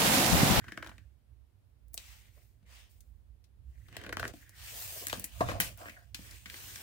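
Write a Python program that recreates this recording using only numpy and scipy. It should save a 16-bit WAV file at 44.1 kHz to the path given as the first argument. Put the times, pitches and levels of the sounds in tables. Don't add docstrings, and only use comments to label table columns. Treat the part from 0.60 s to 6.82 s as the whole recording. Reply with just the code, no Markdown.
import sys
import numpy as np
from scipy import signal
from scipy.fft import rfft, irfft, next_fast_len
from scipy.io import wavfile
from scipy.ndimage import uniform_filter1d, map_coordinates

SR = 44100
rng = np.random.default_rng(int(sys.argv[2]) if len(sys.argv) > 2 else 0)


def master_out(mix):
    frames = np.transpose(np.atleast_2d(mix))
    ceiling = np.clip(frames, -1, 1)
    pcm = np.round(ceiling * 32767).astype(np.int16)
    wavfile.write(sys.argv[1], SR, pcm)


N = 274302

# (f/Hz, width/Hz, level/dB)
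BINDING_MODES = [(832, 140, -3), (1300, 1080, -4.5), (1525, 208, 3.5), (1939, 350, -5), (2430, 190, -0.5),
                 (3030, 230, -3.5)]
# (f/Hz, width/Hz, level/dB)
COVER_MODES = [(176, 104, 2.5), (312, 139, 0), (540, 170, -4), (697.5, 56, 1.5), (1094, 150, -2.5)]


def amp(db):
    return 10 ** (np.asarray(db) / 20)


def unit(x):
    return x / np.sqrt(np.mean(x ** 2) + 1e-20)


def peak(x):
    return x / np.abs(x).max()


def along(points, hz):
    f, v = np.transpose(points)
    return np.interp(np.log(hz + 1), np.log(f + 1), v)


def curves(rows):
    s, *cols = np.transpose(rows)
    return [np.interp(np.arange(N) / SR, s, c) for c in cols]


def wobble(rate):
    points = rng.standard_normal(int(N * rate / SR) + 4)
    return map_coordinates(points, [np.arange(N) * rate / SR])


def filtered(x, response):
    m = next_fast_len(x.shape[-1] + SR // 4)
    spectrum = rfft(x, m) * response(np.fft.rfftfreq(m, 1 / SR))
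    return irfft(spectrum, m)[..., :x.shape[-1]]


def modes(table):
    def response(f):
        return sum((-1) ** k * amp(db) * 1j * f * w / (c * c - f * f + 1j * f * w)
                   for k, (c, w, db) in enumerate(table))
    return response


def pair(alike):
    a, b = rng.standard_normal((2, N))
    turn = np.arccos(np.clip(alike, 0, 1)) / 2
    shared, own = np.cos(turn) * a, np.sin(turn) * b
    return np.array([shared + own, shared - own])


def sides(pan_db):
    return amp(np.array([pan_db, -pan_db]) / 2)


def strokes(rows):
    step = 64
    start, rise, hold, t60, db, *cols = np.transpose(rows)[:, :, None]
    t = np.arange(0, N + step, step) / SR - start
    rising = np.clip(t / np.maximum(rise, .002), 0, 1)
    fall_db = 60 * np.clip(t - rise - hold, 0, 2) / np.maximum(t60, .02)
    power = (rising * amp(db - fall_db)) ** 2 + 1e-14
    total = power.sum(0)

    def full(v):
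        return np.interp(np.arange(N), np.arange(len(v)) * step, v)
    return [full(np.sqrt(total))] + [full((power * c).sum(0) / total) for c in cols]


def moving(x, hz_curve, width):
    hz, t, z = signal.stft(x, SR, nperseg=1024, noverlap=768)
    centre = np.interp(t * SR, np.arange(N), hz_curve)
    z = z / (1 + (np.log2((hz[:, None] + 20) / centre) / width) ** 2)
    out = signal.istft(z, SR, nperseg=1024, noverlap=768)[1][:, :N]

    def loudness(v):
        return np.sqrt(np.abs(uniform_filter1d(np.mean(v ** 2, 0), size=SR // 8)) + 1e-12)
    return out * loudness(x) / loudness(out)


def microphone_hiss():
    # (f/Hz, relative level per Hz/dB)
    hiss_colour = [(150, -27), (280, 2), (500, -1.5), (1000, -9), (2000, -12.5), (4000, -15.5), (6500, -21),
                   (10500, -18), (15750, -20.5), (16000, -56.5)]
    return amp(-79) * unit(filtered(pair(0.012), lambda f: amp(along(hiss_colour, f))))


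def house_rumble():
    # (f/Hz, relative level per Hz/dB)
    house_colour = [(12, -74), (20, -27), (40, 1.5), (64, -6), (109, 4.5), (140, -20), (216, -9),
                    (400, -30), (520, -67.5), (880, -120)]
    return amp(-73.0) * unit(filtered(pair(0.68), lambda f: amp(along(house_colour, f))))


def stand_rumble():
    # (t/s, low mode level/dB, high mode level/dB)
    swells = [(0.0, -60, -54), (0.67, -64.5, -73.5), (0.71, -60, -62), (0.9, -64.5, -92),
              (0.94, -74.5, -69), (1.4, -58, -71.5), (1.7, -66.5, -68), (2.75, -55, -75),
              (2.79, -70, -73.5), (3.13, -50, -63), (3.22, -57.5, -60.5), (3.45, -63, -58),
              (3.64, -53, -46.5), (3.78, -65, -69), (4.36, -57.5, -58), (4.42, -67, -69), (4.59, -51, -45),
              (4.64, -57, -85), (4.71, -59, -69), (4.85, -43.5, -35.5), (5.37, -65.5, -69),
              (5.61, -61, -60.5), (6.19, -59.5, -58.5), (6.22, -69, -68)]
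    # (f/Hz, width/Hz, level/dB)
    stand_modes = [(60.5, 18.6, 0), (96.8, 37.9, 0)]
    low_db, high_db = curves(swells)
    pan_db = -5.5 - 0.26 * np.maximum(-41 - high_db, 0)

    def ring(mode):
        return unit(filtered(pair(0.76), lambda f: modes([mode])(f) ** 2))
    stand = amp(low_db) * ring(stand_modes[0]) + amp(high_db) * ring(stand_modes[1])
    return sides(pan_db) * stand


def room(x):
    # (f/Hz, time to fall 60 dB/s)
    decay = [(200, 0.29), (2000, 0.13), (10000, 0.11)]
    hz, t, z = signal.stft(rng.standard_normal((2, SR // 2)), SR, nperseg=256)
    fading = z * amp(-60 * t / along(decay, hz)[:, None])
    tail = signal.istft(fading, SR, nperseg=256)[1]
    later = np.pad(x, ((0, 0), (200, 0)))
    return signal.fftconvolve(later, tail / np.linalg.norm(tail[0]), axes=1)[:, :N]


def placed(x):
    # (t/s, delay of the left port/ms; negative is earlier)
    place = [(0, -0.035), (3.3, 0.086), (3.65, 0.093), (4.5, -0.25), (4.8, -0.27), (6.22, -0.11)]
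    late = curves(place)[0] * SR / 1000
    return np.array([map_coordinates(x[0], [np.arange(N) - late]), x[1]])


def slide():
    # (start t/s, rise/s, hold/s, time to fall 60 dB/s, level/dB, dullness/dB per octave)
    glides = [(0.0, 0.0034, 0.32, 0.61, -70, 3.5), (1.37, 0.004, 0.16, 0.65, -57, 2),
              (1.7, 0.058, 0.074, 0.58, -71, -1.7), (2.05, 0.082, 0.063, 0.44, -60.5, 4.5),
              (2.29, 0.01, 0.017, .8, -70.5, -3), (3.0, 0.4, 0.033, 0.52, -69, 0),
              (3.29, 0.06, 0.12, 0.21, -66, 13.5), (3.56, 0.063, 0.076, 0.11, -56.5, 5),
              (3.72, 0.026, 0.041, 1, -61.5, 0.5), (3.93, 0.12, .05, .6, -49, 2),
              (4.02, 0.2, .2, 0.6, -43.5, -2), (4.48, 0.023, 0.056, 0.67, -49.5, 1.5),
              (4.66, 0.14, .03, 0.27, -52.5, 1), (4.81, 0.087, 0.014, 0.36, -48, 5),
              (5.0, 0.0056, 0.013, 0.27, -35, 1), (5.16, 0.03, 0.081, 0.64, -56.5, 1.5),
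              (5.545, 0.0078, 0.2, 0.9, -55.5, 1), (5.85, 0.12, .3, 0.26, -49, 0.5)]
    # (f/Hz, relative level per Hz/dB)
    paper = [(410, -14), (700, -4), (1360, -4), (2700, 2.5), (3900, -0.9), (9500, -0.2), (11000, -7),
             (14000, 1.5), (15750, 1.5), (16050, -55)]
    gain, dull_db = strokes(glides)
    grain = amp(0.61 * wobble(40) + 0.8 * wobble(330))
    friction = unit(filtered(pair(0.051) * grain, lambda f: amp(along(paper, f))))
    hz, t, z = signal.stft(friction, SR, nperseg=512)
    octaves = np.log2(np.maximum(hz[:, None], 2800) / 7000)
    slope_db = np.interp(t * SR, np.arange(N), dull_db) * octaves
    field = uniform_filter1d(rng.standard_normal(z.shape[1:]), size=7, axis=0)
    field = uniform_filter1d(field, size=12, axis=1)
    hiss = signal.istft(z * amp(1.7 * unit(field) - slope_db), SR, nperseg=512)[1][:, :N]
    return gain * sides(0.8)[:, None] * hiss


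def strain():
    # (start t/s, rise/s, hold/s, time to fall 60 dB/s, creak level/dB,
    # creak f/Hz, cover shake level over the creak/dB, shake f/Hz)
    pushes = [(0.0, 0.0033, 0.28, 0.44, -60.5, 1690, 0, 360), (1.39, 0.067, .22, 0.69, -73, 2130, -15, 440),
              (1.76, 0.005, 0.018, 0.38, -76.5, 2050, 7, 570), (2.04, 0.022, 0.036, 1, -75, 2100, -1, 538),
              (3.05, 0.34, 0.031, 0.47, -69.5, 1950, -8, 302), (3.27, 0.17, 0.063, 0.18, -60, 1700, 9, 460),
              (3.55, 0.08, 0.071, 0.083, -60, 1530, 11.5, 465),
              (3.74, 0.061, 0.31, 0.16, -66, 1890, -17.5, 378),
              (4.0, .11, 0.52, 0.33, -67.5, 1800, 4.5, 554), (4.53, 0.028, .04, 0.22, -64, 1600, 9, 300),
              (4.74, 0.15, .02, 0.18, -52, 1200, 0, 664), (4.82, 0.042, .1, 0.43, -56, 1290, 9, 650),
              (5.0, 0.0083, 0.088, 0.24, -60, 2150, 3.5, 526),
              (5.17, 0.051, 0.056, 0.083, -51, 1190, -1, 676),
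              (5.26, 0.016, 0.023, 0.33, -55.5, 2210, -8, 613),
              (5.36, 0.0083, 0.023, 0.24, -61.5, 1570, 3.5, 700),
              (5.58, 0.091, 0.088, 0.11, -62, 1970, -7, 430), (5.86, 0.014, 0.34, .2, -62.5, 1670, -4, 420)]
    gain, creak_hz, shake_db, shake_hz = strokes(pushes)
    slips = amp(2.2 * wobble(90) + 3.2 * wobble(600) + 0.8 * wobble(14))
    creak = unit(filtered(pair(.4) * slips, modes(BINDING_MODES)))
    creak = moving(creak, creak_hz, width=.23)
    shake = unit(filtered(pair(.7) * amp(3.5 * wobble(40)), modes(COVER_MODES)))
    shake = moving(shake, shake_hz, width=.4)
    return gain * (creak + amp(shake_db) * shake)


def struck(jolt, table, hz):
    near = modes([(hz, .45 * hz, 0)])
    return peak(filtered(jolt, lambda f: modes(table)(f) * near(f)))


def snap(crack_db, crack_hz, t60, binding_db, binding_hz, cover_db, cover_hz):
    t = np.arange(SR // 8) / SR
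    noise = rng.standard_normal((6, len(t)))
    t60 = max(t60, .003)
    fall = amp(-60 * t / t60) * (1 - np.exp(-t / (.03 * t60)))
    fall = fall + .05 / max(t60, .018) * amp(-60 * t / .002)
    band = modes([(crack_hz, .9 * crack_hz, 0)])
    burst = (noise[:2] + 0.5 * noise[2]) * fall
    crack = filtered(burst, lambda f: band(f) * f / (f - .6j * crack_hz))
    jolt = (0.28 * noise[3:5] + noise[5]) * amp(-60 * t / (0.89 * t60))
    jolt[:, 0] += 9
    binding = amp(binding_db) * struck(jolt, BINDING_MODES, binding_hz)
    cover = amp(cover_db) * struck(jolt, COVER_MODES, cover_hz)
    return amp(crack_db) * peak(crack) + (binding + cover)


def snaps():
    # (t/s, binding level/dB, binding f/Hz, crack level over it/dB, time to fall 60 dB/s)
    ticks = [(0.041, -43.5, 1600, -8, 0.049), (0.0819, -37.5, 1600, -9, 0.058),
             (0.0964, -61, 1620, -3, 0.022), (0.1208, -32, 1730, -6, 0.025), (0.175, -28, 1610, -3, 0.018),
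             (0.226, -32.5, 1500, -5.5, 0.029), (0.2311, -44.5, 1510, -3, 0.014),
             (0.2453, -44, 1320, 0, 0.032), (0.2628, -39, 1340, -3, 0.031), (0.2721, -43.5, 1510, 5, 0.02),
             (0.2846, -47, 1560, -17, 0.034), (0.2927, -42.5, 1200, -1, 0.03),
             (0.3142, -45, 1580, -16, 0.025), (0.3814, -46, 1670, 1, 0.018),
             (3.2839, -52.5, 1480, 2, 0.044), (3.3271, -46, 1940, 0, 0.022), (3.3669, -30, 1960, 1, 0.019),
             (3.3977, -49, 1830, -15, 0.022), (3.4142, -41.5, 1770, -0.5, 0.027),
             (3.4378, -39.5, 1880, -2, 0.026), (3.4463, -42, 1690, -7, 0.034),
             (3.4643, -35.5, 1740, -2, 0.02), (3.493, -33, 1720, 0, 0.025), (3.5259, -26, 1590, -5.5, 0.03),
             (3.5695, -24.5, 1620, -3.5, 0.013), (3.5855, -45, 1530, -3, 0.016),
             (3.5956, -28.5, 1540, -2, 0.038), (3.6287, -24, 1480, -8.5, 0.011),
             (3.6403, -29, 1480, -19, 0.022), (3.6521, -25, 1470, -12, 0.018),
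             (5.2568, -37, 1610, -21, 0.022), (5.2661, -39, 1690, -11, 0.022),
             (5.2778, -51, 1630, -3, 0.022), (5.284, -35, 1750, -10, 0.026),
             (5.2954, -39.5, 2380, -1, 0.036)]
    # (t/s, crack level/dB, crack f/Hz, time to fall 60 dB/s, binding over it/dB)
    flicks = [(1.283, -50.5, 12000, .02, -37), (1.3334, -40, 14100, .035, -28),
              (1.3424, -23, 14200, .02, -32), (1.3776, -20, 3430, .018, -40),
              (2.4055, -47, 7240, .032, -34), (2.841, -55, 3600, .05, -35), (3.678, -33.5, 5260, .03, -10),
              (3.8937, -35.5, 8050, .018, -22), (4.4695, -18, 6110, .012, -9.5),
              (4.4764, -34, 9000, .015, -25), (4.4838, -19.5, 7700, .011, -31),
              (4.4975, -29, 2820, .04, -6), (4.5969, -19.5, 14200, .018, -37),
              (4.642, -19.5, 9800, .035, -13), (5.0015, -11, 11800, .03, -4.5),
              (5.0088, -12.5, 8320, .02, -16.5), (5.047, -27, 9350, .02, -13.5),
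              (5.0906, -37, 2800, .017, -7.5), (5.1755, -35, 15100, .025, -23),
              (5.5456, -25, 3250, .032, -10), (5.711, -38.5, 5140, .031, -15), (5.858, -38.5, 3020, .05, 6),
              (5.8994, -32, 2920, .02, -3), (5.942, -35.5, 2540, .029, 0.5),
              (6.1583, -28.5, 4670, .022, -10.5)]
    # (t/s, cover level/dB, cover f/Hz, binding level over it/dB, binding f/Hz,
    # crack level over the cover/dB, time to fall 60 dB/s)
    thumps = [(1.778, -63, 608, -3, 2190, -1, 0.026), (2.027, -59.5, 188, -13, 1030, -10, 0.058),
              (3.356, -54, 544, 8, 1830, -14, 0.032), (3.737, -42, 298, -15, 2040, -4, 0.025),
              (4.529, -27, 446, 3.5, 970, 9, 0.0097), (4.537, -44.5, 700, 3, 1010, 12, .04),
              (4.576, -38.5, 192, -24, 1497, -17, 0.067), (4.807, -17.5, 720, -9, 1240, -15, 0.053),
              (4.887, -29.5, 617, 2.5, 1780, -7, 0.1), (4.916, -29, 630, -10, 1140, -9, 0.036),
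              (4.996, -35, 157, -17, 2090, -10, 0.13), (5.212, -44, 676, -4, 1140, -8, 0.073),
              (5.59, -43.5, 200, -7, 2110, -10, 0.022), (5.86, -50.5, 196, -11, 2310, -12, 0.089)]
    tick_crack_hz, thump_crack_hz, flick_binding_hz = 2780, 3000, 2100
    tick_cover_db, flick_cover_db = -10.5, -29

    def anywhere():
        return np.exp(rng.uniform(*np.log((192.5, 600))))
    rows = []
    for s, db, hz, over, t60 in ticks:
        rows.append((s, db + over, tick_crack_hz, t60, db, hz, db + tick_cover_db, anywhere()))
    for s, db, hz, t60, over in flicks:
        rows.append((s, db, hz, t60, db + over, flick_binding_hz, db + flick_cover_db, anywhere()))
    for s, db, low_hz, over, hz, crack, t60 in thumps:
        rows.append((s, db + crack, thump_crack_hz, t60, db + over, hz, db, low_hz))
    out = np.zeros((2, N + SR))
    for s, *settings in rows:
        sound = sides(2.5)[:, None] * snap(*settings)
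        start = round(s * SR)
        out[:, start:start + sound.shape[1]] += sound
    return out[:, :N]


def scene():
    hits = snaps()
    book = placed(hits + strain()) + amp(-9.0) * room(hits) + slide()
    return book + stand_rumble() + house_rumble() + microphone_hiss()


def record(dry):
    return filtered(dry, lambda hz: hz < 16979)


dry = scene()
out = record(dry)
master_out(out)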